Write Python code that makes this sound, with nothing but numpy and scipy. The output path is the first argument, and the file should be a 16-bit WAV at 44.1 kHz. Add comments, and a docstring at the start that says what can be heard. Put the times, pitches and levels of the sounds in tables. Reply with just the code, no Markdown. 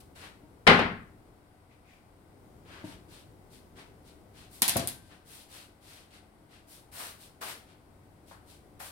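"""Cupboard doors in a tiled kitchen.

A cupboard door slams and rebounds; later a catch snaps close by and a second door thuds shut.
Someone shuffles about in slippers, soles scuffing the tiles, over the low hum of the appliances.
The hard room rings on after every knock; two microphones a hand apart pick it up."""
import sys
import numpy as np
from scipy import signal
from scipy.fft import rfft, irfft, next_fast_len
from scipy.io import wavfile
from scipy.ndimage import uniform_filter1d, minimum_filter1d

SR = 44100
rng = np.random.default_rng(int(sys.argv[2]) if len(sys.argv) > 2 else 0)


def output_pcm(signal):
    """Save a mono or channel-first signal as 16-bit PCM at the path in sys.argv[1].

    Samples are clipped to [-1, 1] before scaling.
    """
    pcm = np.clip(np.atleast_2d(signal).T, -1, 1) * 32767
    wavfile.write(sys.argv[1], SR, np.round(pcm).astype(np.int16))


N = 392931
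MIC_SPACING_M, SOUND_SPEED_M_S = 0.15, 343

# reverberation time of the kitchen: f/Hz, t60/s
KITCHEN_T60 = [(60, 1), (200, 0.53), (600, 0.32), (1500, 0.48), (3000, 0.38), (6000, 0.34), (10000, 0.38),
               (16000, 0.22)]


def slammed_door(chatter_s=0.022, chatter_db=-7.5, chatter_db_oct=-2, puff_s=0.009, puff_db=-43):
    """Each contact chatters, shaking panel and room; the hardest rings the cabinet and puffs air."""
    # door meets frame, slams home, rebounds: t/s, level/dB, tilt/(dB/oct)
    slams = [(0.6671, 14.5, 1), (0.6735, 20, 2), (0.7907, 9.5, -0.5)]
    # blow spectrum: f/Hz, level/dB
    spectrum = [(30, -20.5), (80, -7.5), (150, -4), (230, 0), (320, -3.5), (450, -5), (620, -3.5),
                (1100, -7), (2000, -6.5), (3200, -13.5), (4500, -19.5), (7000, -35.5), (9500, -35.5),
                (15500, -59)]
    # door and cabinet modes: f/Hz, level/dB, t60/s
    modes = [(107, -9, 0.7), (170, 0, 0.6), (205, -5, 0.45), (236, -2, 0.45), (406, -3, 0.5),
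             (470, -3, 0.4), (508, -4, 0.4), (700, -7, 0.55), (798, 0, 0.4), (835, -4, 0.38),
             (1072, -3, 0.58), (1205, -4, 0.4), (1316, -5, 0.42), (1420, -5, 0.55), (1764, -6, 0.38),
             (1997, 1, 0.32), (2042, -5, 0.48), (2278, -6, 0.38), (3035, -7, 0.38)]
    out = np.zeros((2, N))
    for s, db, tilt_db_oct in slams:
        for k in range(3):
            blow = amp(-7) * shudder(rise_s=0.0023) + amp(-6) * room(build_s=0.0013, t60_scale=1.02)
            blow = colour(blow, spectrum, tilt_db_oct + k * chatter_db_oct)
            add(out, s + k * chatter_s, amp(db + k * chatter_db) * blow)
    s, db, _ = max(slams, key=lambda row: row[1])
    add(out, s, amp(db - 3) * ring(modes, max_t60_s=0.48))  # damped by the hinges
    age = np.arange(SR) / SR / puff_s
    add(out, s, amp(db + puff_db) * age * (2 - age) * np.exp(-age))
    return out


def catch(spring_db=-16, left_lag_s=0.00018, left_db=-2, repeat_rise_s=0.00042):
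    """Near, slightly right: metal ticks and door clacks with quick repeats; a spring twangs once."""
    # snaps of catch and hinges: t/s, tick/dB, clack/dB, repeats/dB, rise/s
    snaps = [(4.6198, 8, 1.5, -27.5, 0.00039), (4.6798, 1.5, -6, 1, 0.00034),
             (4.7667, 0, -9.5, -21, 0.0019), (4.7933, -27, -12.5, -18, 0.00089),
             (4.8735, -3, -15.5, -4.5, 0.00046)]
    # quick repeats of each snap, a chatter and then a room echo: delay/s, level/dB
    repeats = [(0.005, -2), (0.0143, -1.5)]
    # echoes off bench and cabinet fronts: delay/s, level/dB
    echoes = [(0.0049, -14), (0.0087, -8), (0.0114, -16.5)]
    # metal tongue spectrum: f/Hz, level/dB
    tick_spectrum = [(300, -35), (2500, -22), (5000, -12), (7200, -9), (8100, -3), (9700, 0), (11000, -1.5),
                     (13000, -6), (16000, -14)]
    # door clack spectrum: f/Hz, level/dB
    clack_spectrum = [(20, -51), (80, -16.5), (230, 0), (430, -13), (650, -2.5), (1030, -1.5), (1250, -9),
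                      (1700, -2), (2500, -3), (3900, 2.5), (6000, -0.5), (10000, -0.5), (16000, -17.5)]
    # spring modes: f/Hz, level/dB, t60/s
    spring_modes = [(1560, -5.5, 1.3), (1710, -13.5, 1.1), (4250, -8.5, 0.7)]
    events = []
    for s, tick_db, clack_db, repeats_db, rise_s in snaps:
        events.append((s, tick_db, clack_db, rise_s))
        for delay_s, db in repeats:
            gain_db = repeats_db + db
            events.append((s + delay_s, tick_db + gain_db, clack_db + gain_db, repeat_rise_s))
    out = np.zeros((2, N))

    def snap(s, db, spectrum, rise_s, tilt_db_oct, room_db):
        direct = amp(db) * unit_energy(colour(shudder(rise_s), spectrum, tilt_db_oct))
        add(out, s, direct * [[0], [1]])
        add(out, s + left_lag_s, direct * [[amp(left_db)], [0]])
        for delay_s, echo_db in echoes:
            add(out, s + delay_s, amp(echo_db) * direct)
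        tail = colour(room(build_s=0.0016, t60_scale=0.82), spectrum, tilt_db_oct)
        add(out, s, amp(db + room_db) * tail)

    add(out, snaps[0][0], amp(spring_db) * ring(spring_modes, max_t60_s=1.5))
    for s, tick_db, clack_db, rise_s in events:
        snap(s, tick_db, tick_spectrum, rise_s, tilt_db_oct=4, room_db=-4)
        snap(s, clack_db, clack_spectrum, 2.27 * rise_s, tilt_db_oct=0, room_db=2)
    return out


def padded_door(panel_db=-4, room_db=-9, ring_db=-7):
    """The second door shuts on its pads: the softer the blow, the weaker the high modes."""
    # blows: t/s, level/dB, cutoff/Hz
    thuds = [(4.686, -13, 294), (4.7565, 4.5, 1220), (4.776, -13, 348), (4.7952, -4.5, 800),
             (4.848, -13.5, 199)]
    # blow spectrum: f/Hz, level/dB
    spectrum = [(20, -47.5), (45, -19), (80, -0.5), (130, -2.5), (260, 1.5), (420, -6), (680, 2), (950, -9),
                (1400, -9), (4000, -2)]
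    # door modes: f/Hz, level/dB, t60/s
    modes = [(83.5, -2.5, 0.4), (123, -0.5, 0.35), (255, -4.5, 0.35), (540, -3, 0.3), (674, 4, 0.3),
             (700, -25.5, 0.35), (954, -12, 0.3), (1120, 0, 0.3)]
    out = np.zeros((2, N))
    for s, db, cutoff_hz in thuds:
        blow = amp(panel_db) * shudder(rise_s=0.0035) + amp(room_db) * room(build_s=0.0062)
        stirred = [(hz, level - 20 * np.log10(1 + (hz / cutoff_hz) ** 2), t60) for hz, level, t60 in modes]
        ringing = amp(ring_db) * ring(stirred, max_t60_s=0.27)
        add(out, s, amp(db) * (colour(blow, spectrum, cutoff_hz=cutoff_hz) + ringing))
    return out


def heels(room_db=-5, contact_s=0.003):
    """A soft heel rings the floor briefly."""
    # landings: t/s, level/dB
    landings = [(0.432, -22.5), (2.839, -8)]
    # floor modes: f/Hz, level/dB, t60/s
    modes = [(105, -5, 0.13), (186, -4, 0.14), (302.6, 5, 0.072), (343, -4, 0.039), (630, -4.5, 0.076),
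             (924, -14.5, 0.1399)]
    out = np.zeros((2, N))
    for s, db in landings:
        bump = ring(modes, max_t60_s=0.4) * onset(contact_s)
        tail = signal.fftconvolve(bump[:1], room(build_s=0.0074), axes=1)[:, :SR]
        add(out, s, amp(db) * (bump + amp(room_db) * tail))
    return out


def slippers(firm_slap_db=-19.5, firm_slap_hz=3900):
    """Soles scuff, skid, squeak and slap on the tiles; gentler slaps are duller."""
    # sole brushes the tiles; the first row is a brief sound already fading as the scene begins: t/s, length/s,
    # level/dB, weight/0-1
    scuffs = [(0.0, 0.019, -51.5, 0.1), (0.2, 0.11, -53.5, 0.94), (2.65, 0.24, -55.5, 0.99),
              (3.08, 0.17, -53.5, 0.55), (3.5, 0.11, -55.5, 0.28), (3.755, 0.1, -53, 0.85),
              (4.04, 0.11, -58.5, 0.4), (4.335, 0.16, -54, 0.67), (4.5, 0.13, -50.5, 0),
              (4.98, 0.26, -63.5, 0.25), (5.095, 0.08, -59, 1), (5.25, 0.23, -49.5, 0.25),
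              (5.485, 0.19, -48.5, 0.45), (5.81, 0.27, -52.5, 0.53), (6.1, 0.12, -55.5, 0.72),
              (6.49, 0.14, -58, 0.75), (6.67, 0.15, -51, 0.06), (6.915, 0.23, -40.5, 0.2),
              (7.18, 0.12, -51.5, 0.25), (7.66, 0.11, -61.5, 0.8), (8.26, 0.11, -56.5, 0.28),
              (8.46, 0.13, -55.5, 0.3)]
    # scuff motion: progress/0-1, speed/0-1
    scuff_speed = [(0, 0.13), (0.14, 0.5), (0.36, 0.95), (0.66, 0.6), (1, 0)]
    # sole lands moving and halts: t/s, length/s, level/dB, weight/0-1
    skids = [(0.15, 0.16, -51.5, 0.75), (2.84, 0.13, -51.5, 0.71), (7.408, 0.15, -39.5, 0.35),
             (8.793, 0.12, -43.5, 0.15)]
    # skid motion: progress/0-1, speed/0-1
    skid_speed = [(0, 0.1), (0.06, 0.7), (0.62, 0.8), (1, 0)]
    # sole grips the tile: t/s, length/s, level/dB
    squeaks = [(1.695, 0.07, -64), (1.837, 0.18, -60)]
    # squeak spectrum: f/Hz, level/dB
    squeak_spectrum = [(1200, -24), (2000, -6), (2400, -2), (2800, -10.5), (4000, -16), (12000, -28)]
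    # loose sole lands: t/s, level/dB
    slaps = [(7.0, -16.5), (7.413, -15.5), (7.423, -14.5), (8.31, -24.5), (8.8, -17.5)]
    # slap spectrum: f/Hz, level/dB
    slap_spectrum = [(30, -71), (150, -40), (450, -11.5), (780, -5), (1200, -8), (1600, -7.5), (2300, -14),
                     (5000, -16), (15000, -9)]
    out = np.zeros((2, N))
    for strokes, profile in (scuffs, scuff_speed), (skids, skid_speed):
        for s, length_s, db, weight in strokes:
            add(out, s, sole_stroke(profile, length_s, db, weight))
    for s, length_s, db in squeaks:
        _, speed = sole_motion(scuff_speed, length_s)
        add(out, s, amp(db) * colour(rub(speed, band_hz=2394), squeak_spectrum))
    for s, db in slaps:
        blow = amp(-5) * shudder(rise_s=0.0023) + amp(-1) * room(build_s=0.0039)
        cutoff_hz = firm_slap_hz * amp(db - firm_slap_db)
        add(out, s, amp(db) * colour(blow, slap_spectrum, cutoff_hz=cutoff_hz))
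    return out


def sole_stroke(profile, length_s, db, weight, easy_db=-51.5, settle_db_oct=2.5):
    """One slide: weight and vigour make it rasp; its hiss dulls as the sole settles."""
    # rasp spectrum: f/Hz, level/dB
    rasp_spectrum = [(30, -36.5), (100, -16), (300, -6), (550, -2.5), (800, -2.5), (1550, -0.5), (2200, -3),
                     (3200, -7.5), (6000, -20.5), (15000, -33.5)]
    # hiss spectrum: f/Hz, level/dB
    hiss_spectrum = [(30, -54), (200, -18), (1000, -15.5), (2500, 0), (4200, 3), (6800, -4.5), (8800, 1.5),
                     (12000, -2.5), (16000, -8.5)]
    progress, speed = sole_motion(profile, length_s)
    vigour_db = db - easy_db
    rasp_db = -12.5 + 21 * weight ** 2 + 0.57 * vigour_db
    tilt_db_oct = 4.5 - 10.5 * weight
    cutoff_hz = 17000 * amp(0.56 * vigour_db)
    sound = amp(rasp_db) * colour(rub(speed, band_hz=1200), rasp_spectrum)
    for share, extra_db_oct in (1 - progress, settle_db_oct), (progress, -settle_db_oct):
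        hiss = rub(speed * np.sqrt(share), band_hz=7000)
        sound += colour(hiss, hiss_spectrum, tilt_db_oct + extra_db_oct, cutoff_hz)
    return amp(db) * sound


def sole_motion(profile, length_s):
    """Progress and speed of a stroke, both 0-1, padded for its tail."""
    progress = np.minimum(np.arange(SR * 3 // 4) / SR / length_s, 1)
    return progress, np.interp(progress, *np.transpose(profile)) * (progress < 1)


def rub(speed, band_hz, grit_db=2.5, room_db=-1):
    """Tiny slips follow the sole's speed; the room stores their power and lets it decay."""
    grit = unit_rms(amp(grit_db * smooth_noise(len(speed), size=40)))
    retained = amp(-120 / at_hz(KITCHEN_T60, band_hz) / SR)
    stored = signal.lfilter([1 - retained], [1, -retained], speed ** 2)
    power = (speed * grit) ** 2 + amp(room_db) ** 2 * stored
    return diffuse(len(speed)) * np.sqrt(power / 2)


def appliances(fan_db=-60.54, rumble_trim_db=-3):
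    """Fan noise, a slowly changing rumble and steady, slightly wavering motor tones."""
    # fan spectrum: f/Hz, level/dB
    fan_spectrum = [(12, -38), (20, -7), (81, -2.5), (386, -10), (443, -12), (733, -12), (1280, -18.5),
                    (1560, -19.5), (1740, -25), (1950, -20.5), (2570, -28), (4890, -31), (6650, -38.5),
                    (8550, -29.5), (15800, -39)]
    # rumble envelope: t/s, level/dB
    rumble_levels = [(0, -55), (1.3, -58), (1.7, -70), (2.5, -53.5), (4.3, -54.5), (5.7, -64), (8.9, -55.5)]
    # rumble spectrum: f/Hz, level/dB
    rumble_spectrum = [(20, -14), (50, -0.5), (90, 1), (200, -7), (370, -5.5), (500, -12), (900, -19.5),
                       (2500, -36.5)]
    # motor tones: f/Hz, level/dB
    motors = [(92, -70.5), (301, -72), (737, -79.5), (1519, -88)]
    out = amp(fan_db) * colour(diffuse(N), fan_spectrum)
    rumble_db = np.interp(np.arange(N) / SR, *np.transpose(rumble_levels)) + rumble_trim_db
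    out += amp(rumble_db) * colour(diffuse(N), rumble_spectrum)
    for hz, db in motors:
        out += amp(db) * motor_tone(hz)
    return out


def motor_tone(hz, waver_hz=0.93):
    """Slightly wavering sine."""
    drift_hz = waver_hz * smooth_noise(N, size=8000)
    return unit_rms(np.sin(2 * np.pi * np.cumsum(hz + drift_hz) / SR))


def room(build_s, t60_scale=1):
    """Reverberant tail: builds up, then decays band by band."""
    # tail spectrum: f/Hz, level/dB
    spectrum = [(100, -2), (1000, 3.5), (4000, 3), (9000, -4), (16000, -1.5)]
    hz, t, bands = signal.stft(diffuse(SR), SR, nperseg=256)
    t60_s = t60_scale * at_hz(KITCHEN_T60, hz)[:, None]
    bands = bands * amp(at_hz(spectrum, hz)[:, None] - 60 * t / t60_s)
    tail = signal.istft(bands, SR, nperseg=256)[1][:, :SR]
    return unit_energy(tail * onset(build_s))


def shudder(rise_s):
    """Dense, quickly damped vibration of a struck part."""
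    age = np.arange(SR) / SR / rise_s
    return unit_energy(diffuse(SR) * age * np.exp(-age))


def ring(modes, max_t60_s):
    """Decaying modes of alternating sign; high ones reach the microphones out of step."""
    t, out = np.arange(SR) / SR, np.zeros((2, SR))
    for k, (hz, db, t60_s) in enumerate(modes):
        lag_s = np.array([[0], [rng.uniform(-.7, .7) * MIC_SPACING_M / SOUND_SPEED_M_S]])
        envelope = amp(db - 60 * t / min(t60_s, max_t60_s))
        out += (-1) ** k * envelope * np.sin(2 * np.pi * hz * (t - lag_s))
    return unit_energy(out)


def diffuse(count):
    """Noise from all sides: alike at both microphones only for long waves."""
    left, other = rfft(rng.standard_normal((2, count)))
    hz = np.fft.rfftfreq(count, 1 / SR)
    coherence = 0.86 * np.sinc(2 * hz * MIC_SPACING_M / SOUND_SPEED_M_S)
    right = coherence * left + np.sqrt(1 - coherence ** 2) * other
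    return irfft([left, right], count)


def colour(x, spectrum, tilt_db_oct=0, cutoff_hz=np.inf, size=4096):
    """Minimum-phase filter of unit energy: a spectrum, tilted and low-passed."""
    hz = abs(np.fft.fftfreq(size, 1 / SR))
    db = at_hz(spectrum, hz) + tilt_db_oct * np.log2(hz / SR + 1e-3)
    gain = amp(db) / (1 + (hz / cutoff_hz) ** 2)
    taps = np.fft.ifft(np.exp(np.conj(signal.hilbert(np.log(gain))))).real
    return signal.oaconvolve(x, unit_energy(taps[:size // 2])[None], axes=1)[:, :x.shape[1]]


def smooth_noise(count, size):
    return unit_rms(uniform_filter1d(rng.standard_normal(count), size))


def onset(rise_s):
    return 1 - np.exp(-np.arange(SR) / SR / rise_s)


def amp(db):
    return 10 ** (np.asarray(db) / 20)


def unit_rms(x):
    return x / np.sqrt(np.mean(x ** 2) + 1e-20)


def unit_energy(x):
    return unit_rms(x) / np.sqrt(x.shape[-1])


def at_hz(points, hz):
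    """Table lookup on a log-frequency axis."""
    f, value = np.transpose(points)
    return np.interp(np.log(hz + 1), np.log(f + 1), value)


def add(mix, s, sound):
    """Mixes a sound in at time s."""
    part = mix[:, max(round(s * SR), 0):][:, :sound.shape[-1]]
    part += sound[..., :part.shape[-1]]


def scene():
    """All sources, in stereo."""
    return slammed_door() + catch() + padded_door() + heels() + slippers() + appliances()


def record(dry, limiter_samples=45, cutoff_hz=15950):
    """Microphone pair, the left more sensitive; fast peak limiter; low-pass."""
    # sensitivity, left over right: f/Hz, level/dB
    imbalance = [(40, 1.5), (120, 1), (300, 3), (700, 6.5), (1300, 5), (4000, 3), (9000, 4.5), (15000, 0.5)]
    count = next_fast_len(N + SR)
    imbalance_db = at_hz(imbalance, np.fft.rfftfreq(count, 1 / SR))
    mic_gain = amp(imbalance_db * np.array([[.5], [-.5]]))
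    heard = irfft(rfft(dry, count) * mic_gain, count)[:, :N]
    allowed = 1 / np.maximum(abs(heard).max(0), 1)
    limiter_gain = uniform_filter1d(minimum_filter1d(allowed, limiter_samples), limiter_samples)
    taps = signal.firwin(511, cutoff_hz, window=("kaiser", 9), fs=SR)
    return signal.oaconvolve(heard * limiter_gain, taps[None], "same", axes=1)


dry = scene()
out = record(dry)
output_pcm(out)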